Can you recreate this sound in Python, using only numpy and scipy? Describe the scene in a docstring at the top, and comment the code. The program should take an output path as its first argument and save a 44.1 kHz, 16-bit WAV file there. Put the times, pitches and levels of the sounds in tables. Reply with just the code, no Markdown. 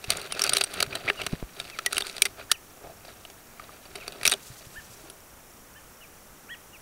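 """Among the branches of a spruce, a hand-held camera pushes in, rests over a nest and draws back.
Needles sweep over its housing in a grainy swish, and twigs snap against it and make it ring a little.
Dragging branches make it rumble, and the hand bumps it now and then. Small birds chirp some way off
over soft outdoor air, and the camera's electronics hiss and whine faintly."""
import sys
import numpy as np
from scipy import signal
from scipy.fft import rfft, irfft
from scipy.io import wavfile

SR = 44100
rng = np.random.default_rng(int(sys.argv[2]) if len(sys.argv) > 2 else 0)


def master(y):
    """Save y as 16-bit WAV."""
    cut = np.clip(np.atleast_2d(y).T, -1, 1)
    pcm = np.round(cut * 32767)  # scale
    wavfile.write(sys.argv[1], SR, pcm.astype(np.int16))


N = 300321
TIME = np.arange(N) / SR
CUTOFF_HZ = 15750

# tone of the outdoor air and microphone hiss: (frequency [Hz], relative level [dB])
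AIR_SPECTRUM = [(20, 0), (70, -2.5), (130, -5), (260, -6), (500, -7.5), (1000, -10), (1300, -9.5),
                (2000, -14.5), (3000, -17.5), (4200, -21.5), (5100, -20), (6200, -16.5), (8000, -17.7),
                (15500, -18.2)]
# falling bird peeps: (time [s], length [s], top pitch [Hz], level [dB])
PEEPS = [(0.298, 0.065, 3120, -40.5), (0.672, .04, 2800, -61), (1.17, 0.058, 2900, -37.5),
         (1.716, 0.051, 2640, -44.5), (2.533, 0.032, 3050, -42.5), (3.999, 0.04, 2760, -43.5),
         (6.007, 0.05, 2970, -48), (6.729, 0.044, 2900, -47.5)]
# how a peep falls: (share of the call [0-1], share of top pitch [0-1])
PEEP_FALL = [(0, .95), (.1, .99), (.22, 1), (.4, .95), (.7, .84), (1, .74)]
# two-voiced bird chirps: (time [s], length [s], lower voice's top pitch [Hz], lower voice's level [dB],
# upper voice's level before it is turned down [dB])
CHIRPS = [(2.49, 0.047, 1880, -35.5, -52), (4.745, 0.068, 1806, -38, -39),
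          (5.739, .064, 1800, -48.5, -41.5), (6.483, 0.073, 1927, -37, -29)]
# how a chirp rises and falls: (share of the call [0-1], share of top pitch [0-1])
CHIRP_ARCH = [(0, .56), (.12, .74), (.25, .89), (.4, .975), (.56, 1), (.72, .985), (.84, .9), (.93, .75),
              (1, .58)]
# hand and branch bumping the camera, plus the casing's low note ringing after the snap at 1.1 s: (time [s],
# peak level [dB], pitch [Hz], time to fade 60 dB [s])
BUMPS = [(.082, -26, 115, 0.032), (.875, -31, 135, 0.045), (1.053, -31, 150, 0.02),
         (1.101, -22, 405, 0.086), (1.239, -27, 170, .013), (1.3307, -15.5, 163, 0.042),
         (1.336, -14.5, 306, 0.0089), (1.338, -28, 70.4, .05), (1.427, -8.5, 224, 0.0037),
         (1.431, -24.5, 47, 0.077), (2.871, -34, 520, 0.012), (3.693, -35, 1220, .025),
         (4.502, -36, 126, 0.076), (4.669, -36, 112, 0.04), (4.784, -37.5, 80, 0.056),
         (4.9, -43, 114, 0.077), (5.041, -38.5, 330, 0.041)]
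# a branch sliding back over a sleeve: (time [s], level [dB])
SLEEVE_LEVELS = [(4.3, -73), (4.38, -56.5), (4.5, -53.5), (4.67, -56), (4.8, -55), (4.92, -53), (5.05, -63),
                 (5.2, -74)]
# peaks and dips in the tone of the housing and microphone opening: (frequency [Hz], width [Hz], gain [dB])
HOUSING_TONE = [(395, 42, 10.5), (680, 420, 12), (960, 380, -7), (1338, 650, 11), (2534, 1200, 10),
                (3890, 850, 10), (4630, 320, 12), (5530, 880, 6), (7340, 460, -7.5), (8890, 680, 6.5),
                (10990, 490, 3.5), (14000, 5900, -15)]
# notes of the casing that ring on after a snap: (pitch [Hz], gain [dB], time to fade 60 dB [s])
CASING_NOTES = [(404, -5, 0.062), (2500, -40, 0.037), (4930, -10, 0.033), (5820, -1.5, 0.074),
                (9800, -32, 0.15), (10900, -7, 0.045), (11300, -18, .06)]
# needles resting lightly on the camera until it comes clear: (time [s], level [dB])
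RESTING_TOUCH = [(0, -53.5), (1.25, -54), (1.4, -59), (2.3, -57.5), (2.6, -67), (3.85, -62), (4.7, -59.5),
                 (5.05, -60.5), (5.3, -85)]
# branches brushing past; woodiness is below 0 for soft tips and above 0 for a bare stem:
# (time of firmest touch [s], build-up [s], release [s], level [dB], woodiness [dB])
BRANCH_STROKES = [(0.114, .05, .3, -36.5, -1), (.35, .08, .1, -42, 3), (.45, .14, 0.13, -35, -3),
                  (0.561, .16, 0.09, -31.5, -2.5), (0.801, 0.14, .11, -33.5, 0.5),
                  (0.951, 0.12, .09, -37, 3), (1.085, .06, 0.054, -35, 7), (1.219, 0.17, .22, -39, 1),
                  (1.6, .16, .5, -46, -2), (1.86, .04, .06, -46.5, -1), (1.96, .12, 0.11, -40, -2.5),
                  (2.089, .1, .14, -44.5, -7), (2.235, 0.07, .08, -46.5, -7), (2.402, .14, 0.089, -49, 3),
                  (2.514, .04, .04, -46.5, -8.5), (2.87, .2, 0.18, -60.5, 16), (3.089, .12, .45, -53, 1.5),
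                  (3.62, .15, .3, -52.5, 3.5), (3.98, 0.16, .45, -48, 2), (4.2, .2, .1, -47.5, 7),
                  (4.281, .1, .1, -35.5, -4.5), (4.347, 0.055, 0.037, -43.5, 5),
                  (5.05, 0.15, .16, -56.5, 7.5)]
# the main twig snaps; brightness is below 0 for thick wood and above 0 for thin tips:
# (time [s], length [s], level [dB], brightness [dB], twig's pitch [Hz], boost at that pitch [dB])
TWIG_SNAPS = [(.0401, 0.008, -34, -2.5, 2670, 11), (0.1029, 0.0031, -11.5, 3.5, 4540, 5.3),
              (0.118, 0.011, -29, -2, 3800, 12), (0.1693, 0.002, -28, 13, 7250, 17),
              (0.2142, 0.0025, -30, 2, 4080, 7.2), (0.3222, 0.0015, -19, 2, 9700, 25),
              (0.393, 0.0018, -18, -0.5, 4650, 8.7), (0.4176, 0.0022, -10.5, 7, 5400, 18),
              (0.4379, 0.0032, -14, 6, 5370, 12), (0.464, 0.0026, -17.5, 2, 4450, 12),
              (0.474, 0.0015, -19.5, -2, 4600, 14), (0.4927, 0.0038, -14.5, 4, 4670, 12),
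              (0.533, 0.0028, -12.5, 4.5, 9130, 19), (0.561, 0.0091, -29, 1, 4460, 12),
              (0.5678, 0.0037, -11, 3, 4000, 23), (0.5806, 0.0064, -24, 3, 3730, 14),
              (0.6091, 0.0065, -16.5, -2.5, 4070, 6.4), (0.6375, 0.0077, -21, 6, 8600, 9.4),
              (0.7357, 0.0083, -33, 3, 11200, 5.3), (0.8027, 0.0033, -16, -1.5, 2770, 3.1),
              (0.8256, 0.0027, -10.5, 0.5, 4000, 11), (.925, 0.01, -33.5, -15, 2420, 17),
              (0.952, 0.0048, -23, 0.5, 4000, 18), (1.0765, 0.0071, -23, -21, 2120, 16),
              (1.086, 0.0039, -19.5, -13.5, 2270, 23), (1.0988, 0.0019, -12.5, -13, 1800, 13),
              (1.2146, 0.0062, -28.5, -3.5, 2880, 11), (1.2641, 0.0056, -23.5, -2, 8400, 6),
              (1.5992, 0.00083, -18.5, -1.5, 3590, 8), (1.6985, .0015, -32, -3, 2080, 7.1),
              (1.787, 0.0043, -24, -5.5, 1300, 10), (1.8611, 0.0028, -11.5, -1.5, 1930, 41),
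              (1.924, 0.0028, -28, 0, 3950, 8), (1.9283, 0.0029, -19.5, 1, 1500, 14),
              (1.946, 0.0024, -30, 1, 6700, 10), (1.9568, .0091, -35, 1, 8740, 10),
              (1.967, .0026, -20, -3.5, 2970, 18), (1.98, 0.0022, -14.5, 0.5, 10800, 10),
              (2.0046, 0.0067, -24.5, 0, 4690, 6.9), (2.021, 0.0012, -19, -2, 3660, 24),
              (2.0672, 0.0013, -23, 2, 4470, 10), (2.096, 0.0017, -27, -2.5, 4400, 14),
              (2.1649, 0.0033, -30, 0, 4400, 9.4), (2.1803, 0.0015, -26.5, -2, 4670, 10),
              (2.2196, 0.0028, -6.5, 2.5, 2340, 12), (2.2526, 0.0059, -19, -1, 2060, 16),
              (2.261, .0082, -30, -3, 2070, 7.8), (2.4098, 0.0061, -40, -20, 1590, 6),
              (2.515, 0.0036, -9, 3, 5800, 6.8), (3.0477, 0.0094, -45.5, -4, 4900, 7),
              (3.25, 0.0033, -37.5, -3.5, 2840, 13), (3.299, .0033, -43, -2, 6560, 10),
              (3.5956, .0026, -34, -15, 1200, 16), (3.853, .0107, -47, -3, 4400, 7),
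              (3.954, 0.0063, -33, -1, 9300, 9), (4.0786, 0.00088, -20.5, 0, 4570, 14.6),
              (4.1218, 0.0016, -33.5, 1, 3630, 5), (4.2114, .0021, -34, -7, 2060, 11),
              (4.2309, 0.0039, -26.5, -2, 11400, 13), (4.2518, 0.0058, -13.5, -2, 2290, 14),
              (4.263, 0.0048, -18, 1, 8650, 5.7), (4.2758, 0.0015, -6, 2, 5700, 8),
              (4.2963, .0012, -18, 7, 3840, 8), (4.314, 0.0025, -20.5, 6, 3730, 8.6),
              (4.3181, 0.003, -15, 1.5, 8460, 14), (4.3247, 0.005, -17.5, -2.5, 3750, 18),
              (4.3367, 0.0021, -18, 1, 3470, 15), (5.099, 0.0042, -38, 4.5, 10300, 17)]
# the four parts of a snap, in the order knock, wood, crack, tip: (low edge [Hz], high edge [Hz])
SNAP_BANDS = [(220, 850), (1150, 3000), (3000, 7000), (7000, 15500)]


def from_db(db):
    """Turn decibels into a gain to multiply by."""
    return 10 ** (np.asarray(db) / 20)


def unit_power(x):
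    """Scale a signal to an average power of 1."""
    return x / np.sqrt(np.mean(x ** 2) + 1e-20)


def band(x, low_hz, high_hz, order=3):
    """Keep the sound between two frequencies."""
    sections = signal.butter(order, [low_hz, high_hz], "band", fs=SR, output="sos")
    return signal.sosfilt(sections, x + 1e-18)


def drift(turns_per_s):
    """A random wobble with a typical size of 1."""
    points = rng.standard_normal(4000)
    return unit_power(np.interp(TIME * turns_per_s, np.arange(len(points)), points))


def peak_filter(hz, width_hz, gain_db):
    """Design a filter that lifts or lowers the sound around one frequency."""
    height = from_db(gain_db / 2)
    damp = np.tan(np.pi * width_hz / SR)
    turn = -2 * np.cos(2 * np.pi * hz / SR)
    forward = [1 + damp * height, turn, 1 - damp * height]
    feedback = [1 + damp / height, turn, 1 - damp / height]
    return np.array(forward + feedback) / feedback[0]


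def resonate(x, hz, width_hz):
    """Let a sound ring at one pitch; a narrower width rings longer."""
    decay = np.exp(-np.pi * width_hz / SR)
    forward = np.array([1, 0, -1]) * (1 - decay ** 2) / 2
    feedback = [1, -2 * decay * np.cos(2 * np.pi * hz / SR), decay ** 2]
    return signal.lfilter(forward, feedback, x + 1e-18)


def air(level_db=-51):
    """Soft outdoor air and microphone hiss blend into one steady noise."""
    hz, db = np.transpose(AIR_SPECTRUM)
    bin_hz = np.maximum(np.arange(N // 2 + 1) * SR / N, 1)
    gain = from_db(np.interp(np.log(bin_hz), np.log(hz), db)) * (bin_hz < CUTOFF_HZ)
    return from_db(level_db) * unit_power(irfft(rfft(rng.standard_normal(N)) * gain, N))


def electronic_whine(level_db=-66, frames_per_s=30, first_frame_s=0.0061, sharpness=3.7):
    """The electronics give a thin whine that pulses once per picture frame."""
    pulse = np.exp(sharpness * np.cos(2 * np.pi * frames_per_s * (TIME - first_frame_s)))
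    whine = band(rng.standard_normal(N), low_hz=5480, high_hz=5850, order=2)
    return from_db(level_db) * unit_power(pulse * whine)


def whistle(start, length, top_hz, level_db, contour, swell, grow_db=0, rasp=0):
    """One voice of a bird: a pure tone that glides, swells and fades, and may rasp near its end."""
    along = np.linspace(0, 1, round(length * SR))
    flutter = np.interp(along, np.linspace(0, 1, 60), rng.standard_normal(60))
    hz = top_hz * np.interp(along, *np.transpose(contour)) * (1 + rasp * along ** 2 * flutter)
    loudness = from_db(level_db + grow_db * along) * np.abs(np.sin(np.pi * along)) ** swell
    tone = np.sin(2 * np.pi * np.cumsum(hz) / SR)
    return np.pad(loudness * tone, (round(start * SR), N))[:N]


def birds(upper_ratio=1.72, upper_trim_db=-18, echo_db=-15, echo_fade_s=0.23):
    """Falling peeps and two-voiced chirps echo faintly off the trees."""
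    calls = sum(whistle(*peep, PEEP_FALL, swell=0.45) for peep in PEEPS)
    for start, length, hz, lower_db, upper_db in CHIRPS:
        calls += whistle(start, length, hz, lower_db, CHIRP_ARCH, swell=1.37)
        calls += whistle(start, length, hz * upper_ratio, upper_db + upper_trim_db, CHIRP_ARCH,
                         swell=0.35, grow_db=6, rasp=0.03)
    age = np.arange(SR // 2) / SR
    trees = rng.standard_normal(len(age)) * from_db(-60 * age / echo_fade_s) * (age > 0.008)
    echo = signal.fftconvolve(calls, trees / np.linalg.norm(trees))[:N]
    return calls + from_db(echo_db) * echo


def rumble(rub, gain_db=-8, grip_limit_db=-42.5, wobble_db=2.5):
    """The camera rumbles as branches drag on it, as far as the grip lets it."""
    drag = np.minimum(rub, from_db(grip_limit_db))
    shaking = band(rng.standard_normal(N), low_hz=36, high_hz=230, order=2)
    return unit_power(shaking * from_db(wobble_db * drift(25))) * drag * from_db(gain_db)


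def bumps():
    """Each bump sets the camera shaking at one pitch, which quickly dies away."""
    out = np.zeros(N)
    age = np.arange(SR // 4) / SR
    for start, peak_db, hz, fade_s in BUMPS:
        at = round(start * SR)
        out[at:at + len(age)] += from_db(peak_db - 60 * age / fade_s) * np.sin(2 * np.pi * hz * age)
    return out


def sleeve_slide(flutter_db=3):
    """A sleeve hisses softly as the arm draws back through the needles."""
    level_db = np.interp(TIME, *np.transpose(SLEEVE_LEVELS), left=-120, right=-120)
    hiss = unit_power(band(rng.standard_normal(N), low_hz=3800, high_hz=9500, order=1))
    return hiss * from_db(level_db + flutter_db * drift(72))


def housing(x):
    """Needles and twigs are heard through the camera body, which colours their tone."""
    return signal.sosfilt(np.array([peak_filter(*row) for row in HOUSING_TONE]), x + 1e-18)


def casing_ring(x):
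    """Hard contacts leave the casing ringing faintly."""
    return x + sum(from_db(db) * resonate(x, hz, width_hz=np.log(1000) / (np.pi * fade_s))
                   for hz, db, fade_s in CASING_NOTES)


def branch_pressure(swell_db=21, rub_db=-2.5, fizz_db=-9.5, fizz_loss=1.06):
    """How strongly passing branches swish, rub and fizz: bare stems rub more, soft tips fizz more."""
    resting = from_db(np.interp(TIME, *np.transpose(RESTING_TOUCH)))
    power = (resting * from_db([[0], [rub_db], [fizz_db]])) ** 2
    for firmest, build, release, level_db, woody_db in BRANCH_STROKES:
        # 0 at the firmest touch, 1 a whole build-up before it or a whole release after it
        away = np.maximum((firmest - TIME) / build, (TIME - firmest) / release)
        near = away < 3
        balance = from_db([[0], [rub_db + woody_db], [fizz_db - fizz_loss * woody_db]])
        power[:, near] += (balance * from_db(level_db - swell_db * away[near])) ** 2
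    return np.sqrt(power)


def needles(low_hz, high_hz, pricks_per_s, pitches, spread_db=7, friction_db=-4):
    """Needles of many pitches prick the housing at random, over smooth rubbing."""
    out = 0
    for hz in np.geomspace(low_hz, high_hz, pitches):
        sizes = from_db(spread_db * np.minimum(rng.exponential(1, N), 3)) * rng.choice([-1, 1], N)
        pricks = unit_power(sizes * (rng.random(N) < pricks_per_s / pitches / SR))
        friction = from_db(friction_db) * rng.standard_normal(N)
        out += unit_power(resonate(pricks + friction, hz, width_hz=hz / 4))
    return unit_power(band(housing(out), low_hz * 0.66, high_hz * 1.1, order=2))


def needle_sweep(swish, rub, fizz, catch_db=3):
    """Thousands of needle pricks merge into a grainy swish that catches and runs."""
    middle = needles(1085, 4580, pricks_per_s=1700, pitches=10) * swish * from_db(-1)
    low = needles(301, 820, pricks_per_s=850, pitches=5) * rub * from_db(-2.5)
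    high = needles(6800, 14400, pricks_per_s=850, pitches=5) * fizz * from_db(-2)
    return (middle + low + high) * from_db(catch_db * drift(70))


def small_twigs(swish, count=60, crowding=0.4, over_swish_db=4, spread_db=3,
                length_s=0.004, brightness_db=-2.5, low_hz=1400, high_hz=7000, boost_db=8):
    """Random rows like TWIG_SNAPS: small twigs tick louder and more often as a branch presses harder."""
    when, size, thinness = rng.random((count, 3)).T
    chances = np.cumsum(swish ** crowding)
    at = np.searchsorted(chances, when * chances[-1])
    levels = 20 * np.log10(swish[at]) + over_swish_db + spread_db * (2 * size - 1)
    pitches = low_hz * (high_hz / low_hz) ** thinness
    return [(start, length_s, db, brightness_db, hz, boost_db)
            for start, db, hz in zip(at / SR, levels, pitches)]


def snap_balance(level, brightness, pitch, stem_db, usual_db=-21.5, crack_hz=4200, crack_octaves=0.73):
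    """Gains of a snap's four parts: thick twigs knock, thin ones tick, those in between mostly crack."""
    # near the crack pitch, the wood and tip parts give way
    focus_db = 5.5 * np.exp(-(np.log2(pitch / crack_hz) / crack_octaves) ** 2)
    # the knock is stronger while a stem touches the camera
    knock_db = -9.5 - 0.27 * (level - usual_db) - 0.54 * brightness + 0.98 * stem_db
    wood_db = -1 - brightness - focus_db
    crack_db = np.zeros_like(level)
    tip_db = -1.5 + brightness - focus_db
    gains = from_db([knock_db, wood_db, crack_db, tip_db])
    return gains / np.sqrt(np.sum(gains[1:] ** 2, axis=0))


def twig_slips(length, pitch, boost, rise_s=0.001, sag=0.91, stop_s=0.0014,
               shiver_db=-22, shiver_s=0.0051, grit_db=2.5):
    """Each twig lets go in a few milliseconds of tiny slips, then shivers out at its own pitch."""
    age = np.arange(SR // 8) / SR
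    progress = np.minimum(age / length, 1)
    since_end = np.maximum(age - length, 0)
    slipping = np.minimum(age / rise_s, 1) * np.exp(-sag * progress - since_end / stop_s)
    shiver = from_db(shiver_db) * progress * np.exp(-since_end / shiver_s)
    noise, grit = rng.standard_normal((len(length), 2, len(age))).transpose(1, 0, 2)
    slips = housing(noise * from_db(grit_db * grit) * (slipping + shiver))
    return np.array([signal.sosfilt([peak_filter(hz, width_hz=250 + 0.12 * hz, gain_db=db)], slip)
                     for slip, hz, db in zip(slips, pitch[:, 0], boost[:, 0])])


def twig_snaps(twigs, stem_db):
    """Twigs snap on the casing, each with its own mix of knock, wood, crack and tip."""
    start, length, level, brightness, pitch, boost = np.transpose(twigs)[:, :, None]
    slips = twig_slips(length, pitch, boost)   # one row per twig
    gains = snap_balance(level, brightness, pitch, np.interp(start, TIME, stem_db))
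    snaps = 0
    for edges, gain in zip(SNAP_BANDS, gains):
        part = band(slips, *edges)
        energy = np.sum(part ** 2, axis=1, keepdims=True)
        snaps += part * gain * np.sqrt(length * SR / energy)
    out = np.zeros(N + slips.shape[1])
    for start_s, snap in zip(start[:, 0], snaps * from_db(level)):
        at = round(start_s * SR)
        out[at:at + len(snap)] += snap
    return casing_ring(out[:N])


def scene():
    """Passing branches drive the swish, small twigs and rumble; everything meets at one microphone."""
    swish, rub, fizz = branch_pressure()
    snaps = twig_snaps(TWIG_SNAPS + small_twigs(swish), stem_db=20 * np.log10(rub / swish))
    close_sounds = snaps + needle_sweep(swish, rub, fizz) + sleeve_slide() + rumble(rub) + bumps()
    return (close_sounds + birds() + air() + electronic_whine())[None, :]


def record(dry):
    """Peaks beyond full scale are flattened, and the highest treble is cut steeply."""
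    treble_cut = signal.ellip(12, 0.1, 80, CUTOFF_HZ, fs=SR, output="sos")
    return signal.sosfilt(treble_cut, np.clip(dry, -1, 1))


dry = scene()
out = record(dry)
master(out)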